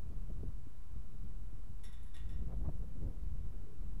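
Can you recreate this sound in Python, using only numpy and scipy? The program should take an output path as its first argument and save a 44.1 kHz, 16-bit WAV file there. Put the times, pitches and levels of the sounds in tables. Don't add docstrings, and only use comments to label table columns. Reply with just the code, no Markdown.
import sys
import numpy as np
from scipy import signal
from scipy.fft import rfft, irfft, next_fast_len
from scipy.io import wavfile
from scipy.ndimage import uniform_filter1d, map_coordinates

SR = 44100
rng = np.random.default_rng(int(sys.argv[2]) if len(sys.argv) > 2 else 0)


def store_pcm(level_fs):
    pcm = np.round(np.clip(level_fs, -1, 1) * 32767).astype(np.int16)
    wavfile.write(sys.argv[1], SR, np.atleast_2d(pcm).T)


N = 176400

# f/Hz, density/dB
FIELD_SPECTRUM = [(100, 5), (500, -3), (1100, 1.5), (1700, -6.5), (2800, -10), (4500, -13.5), (9000, -15),
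                  (13500, -16), (15700, -20.5)]
# t/s, level/dB
RUMBLE_GUSTS = [(0.04, -46.5), (0.15, -38), (0.26, -43.5), (0.44, -38.5), (0.72, -53.5), (0.8, -46.5),
                (0.87, -52), (0.96, -43.5), (1.11, -47), (1.22, -42.5), (1.62, -46.5), (2.18, -47),
                (2.27, -39.5), (2.71, -38.5), (2.99, -44), (3.05, -33), (3.16, -45), (3.19, -40.5),
                (3.49, -39.5), (3.75, -52.5), (3.8, -40), (3.96, -41.5)]
# f/Hz, density/dB
RUMBLE_SPECTRUM = [(10, 2), (25, -0.5), (45, 1.5), (70, -6), (110, -13.5), (170, -23.5), (260, -31),
                   (500, -48.5), (1500, -100)]
# t/s, level/dB
FLUTTER_GUSTS = [(0, -58), (.42, -55), (.6, -63), (.88, -65), (1.15, -59), (1.7, -61), (2.2, -62),
                 (2.29, -52), (2.38, -54), (2.52, -49), (2.9, -55), (3.03, -52), (3.3, -57), (3.48, -55),
                 (3.68, -59), (4, -57)]
# f/Hz, density/dB
FLUTTER_SPECTRUM = [(50, -8), (100, 1.5), (170, -1.5), (250, -11), (350, -16), (480, -18.5), (700, -27.5),
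                    (1200, -41.5), (3000, -62)]
# peak t/s, half length/s, level/dB, roll-off f/Hz
EDDY_HITS = [(0.11, 0.0067, -52.5, 296), (0.304, 0.009, -49.5, 295), (0.405, 0.0084, -54, 393),
             (0.436, 0.0043, -45.5, 377), (0.459, 0.0084, -54.5, 390), (0.672, 0.01, -54, 220),
             (0.967, 0.0041, -43, 117), (1.252, 0.018, -49, 146), (1.531, 0.0089, -55, 210),
             (1.64, 0.0024, -64.5, 1180), (2.426, 0.0025, -45.5, 256), (2.518, 0.015, -57, 756),
             (2.54, 0.0088, -54.5, 584), (2.624, 0.0096, -38.5, 49), (2.659, 0.013, -53.5, 734),
             (2.688, 0.0068, -34, 215), (2.691, 0.0049, -47, 630), (2.834, 0.01, -56, 510),
             (3.063, 0.033, -52, 410), (3.357, 0.0028, -49, 250)]
# t/s, ring gain/dB, clatter gain/dB, spot (0 landing to 1 perch),
# middle-mode boost/dB, top-mode boost/dB
CLAW_STRIKES = [(1.836, -62.5, -64, 0.041, -2, 5.5), (1.8485, -72, -68.5, 0, 8.5, 5),
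                (1.926, -66.5, -69.5, 0.42, -4, -5), (2.0279, -82, -74, 0, -3, 14),
                (2.062, -76, -92, 1, -6, 4), (2.1428, -61, -66, 0.94, -4, -5),
                (2.167, -66, -66, 0.93, -11, -5), (2.2898, -68, -69.5, 1, -4, -7),
                (2.325, -77, -82, 0.51, 6, -8), (2.775, -93, -92, 1, -6, 12)]
# f/Hz, gain struck at the landing spot/dB, gain struck at the perch/dB
SLAT_MODES = [(1599, -10, -14), (1855, -12, .5), (1905, -8, -6.5), (1950, -4.5, -12), (2120, -7, -16),
              (2826, -17, -9.5), (2977, -16, -7.5), (3457, -3.5, -3), (3548, -3, -5), (3595, -6, -11),
              (3690, -12, -7), (3744, -6.5, -6), (3960, -13, -14), (4960, -28, -7), (5310, -11, -7),
              (5395, -5, -6), (5455, -6, -14), (5550, -2.5, -7), (5645, -8, -16), (10157, -.5, 1),
              (10254, -4, -3.5)]
# f/Hz, t60/s
SLAT_DECAY = [(1900, .55), (3600, .43), (5400, .205), (10200, .16)]
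# f/Hz, density/dB
FRAME_SPECTRUM = [(400, -10), (900, 2.5), (1500, 2), (2400, 1), (3600, -2.5), (4500, -8.5), (5400, -18),
                  (6300, -6), (8000, -2.5), (9400, -19), (10500, -3.5), (15000, -20)]
# f/Hz, t60/s
FRAME_DECAY = [(1000, 0.5), (3600, 0.43), (7000, 0.21), (14000, 0.14)]
# f/Hz, density/dB
SNAP_SPECTRUM = [(1500, -9), (3000, 0), (4800, -16), (10500, -15), (15000, -30)]
# f/Hz, density/dB
MOAN_SPECTRUM = [(200, -42), (330, -1.5), (420, -4), (1000, -72)]

MIDDLE_HZ, TOP_HZ = 4500, 8000


def amp(db):
    return 10 ** (np.asarray(db) / 20)


def unit(x):
    return x / np.sqrt(np.mean(x ** 2) + 1e-20)


def along(points, hz):
    freqs, values = np.transpose(points)
    return np.interp(np.log(hz + 1), np.log(freqs + 1), values)


def curve(rows):
    return np.interp(np.arange(N) / SR, *np.transpose(rows))


def wobble(rate, size):
    return map_coordinates(rng.standard_normal(1024), [np.arange(size) * rate / SR], mode="wrap")


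def filtered(x, response):
    padded = next_fast_len(len(x) + 8192)
    return irfft(rfft(x, padded) * response(np.fft.rfftfreq(padded, 1 / SR)), padded)[:len(x)]


def noise(spectrum, size):
    return unit(filtered(rng.standard_normal(size), lambda hz: amp(along(spectrum, hz))))


def steady(x, window):
    return x / np.sqrt(np.abs(uniform_filter1d(x * x, window)) + 1e-9)


def add(track, s, sound):
    part = track[round(s * SR):][:len(sound)]
    part += sound[:len(part)]


def field_hush(level_db=-71):
    return amp(level_db) * noise(FIELD_SPECTRUM, N)


def wind_rumble(swing_db=0.14):
    level_db = curve(RUMBLE_GUSTS) + swing_db * wobble(22.24, N)
    return amp(level_db) * steady(noise(RUMBLE_SPECTRUM, N), window=3000)


def wind_flutter(swing_db=2.5):
    lumps = amp(swing_db * wobble(55, N))
    air = steady(noise(FLUTTER_SPECTRUM, N), window=2205)
    return amp(curve(FLUTTER_GUSTS)) * unit(lumps * air)


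def wind_eddies(low_cut_hz=58.5, order=3.46):
    out, t = np.zeros(N), np.arange(SR // 2) / SR
    for peak_s, half_s, db, rolloff_hz in EDDY_HITS:
        band = lambda f: f / np.hypot(f, low_cut_hz) / np.sqrt(1 + (f / rolloff_hz) ** (2 * order))
        turbulence = steady(filtered(rng.standard_normal(len(t)), band), window=660)
        start = max(peak_s - t[-1] / 2, 0)
        swell = np.exp(-.5 * ((start + t - peak_s) / half_s) ** 2)
        add(out, start, amp(db) * swell * turbulence)
    return out


def slat_ring(t, spot, middle_db, top_db, attack_s=.001, wander_rad=.75, scatter_db=1.2):
    out = np.zeros(len(t))
    for hz, landing_db, perch_db in SLAT_MODES:
        phase = 2 * np.pi * (hz * t + rng.random()) + wander_rad * wobble(100, len(t))
        db = landing_db + spot * (perch_db - landing_db)
        db += top_db if hz > TOP_HZ else middle_db if hz > MIDDLE_HZ else 0
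        db += scatter_db * rng.standard_normal()
        out += amp(db - 60 * t / along(SLAT_DECAY, hz)) * np.sin(phase)
    attack = 1 - np.exp(-t / attack_s)
    return out * attack / np.sqrt(2)


def frame_clatter(t, spot, bright_db=4.5):
    hz, age_s, spectra = signal.stft(noise(FRAME_SPECTRUM, len(t)), SR, nperseg=256)
    tilt_db = (1 - spot) * bright_db * np.tanh(np.log2((hz[:, None] + 1) / MIDDLE_HZ))
    decay_db = 60 * age_s / along(FRAME_DECAY, hz)[:, None]
    _, clatter = signal.istft(spectra * amp(tilt_db - decay_db), SR, nperseg=256)
    return clatter[:len(t)]


def claw_clanks():
    out, t = np.zeros(N), np.arange(SR // 2) / SR
    for s, ring_db, clatter_db, spot, middle_db, top_db in CLAW_STRIKES:
        add(out, s, amp(ring_db) * slat_ring(t, spot, middle_db, top_db))
        add(out, s, amp(clatter_db) * frame_clatter(t, spot))
    return out


def claw_snap(start_s=2.1665, level_db=-55.5, t60_s=.018):
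    out, t = np.zeros(N), np.arange(SR // 2) / SR
    add(out, start_s, amp(level_db - 60 * t / t60_s) * noise(SNAP_SPECTRUM, len(t)))
    return out


def wind_moan(peak_s=3.70, half_s=0.056, level_db=-63):
    swell = np.exp(-.5 * ((np.arange(N) / SR - peak_s) / half_s) ** 2)
    return amp(level_db) * swell * noise(MOAN_SPECTRUM, N)


def scene():
    bench = claw_clanks() + claw_snap()
    wind = wind_rumble() + wind_flutter() + wind_moan() + wind_eddies()
    return (bench + wind + field_hush())[None]


def record(dry):
    limit_hz, dc_offset = 15700, -.0195
    return np.array([filtered(x, lambda hz: hz < limit_hz) for x in dry]) + dc_offset


dry = scene()
out = record(dry)
store_pcm(out)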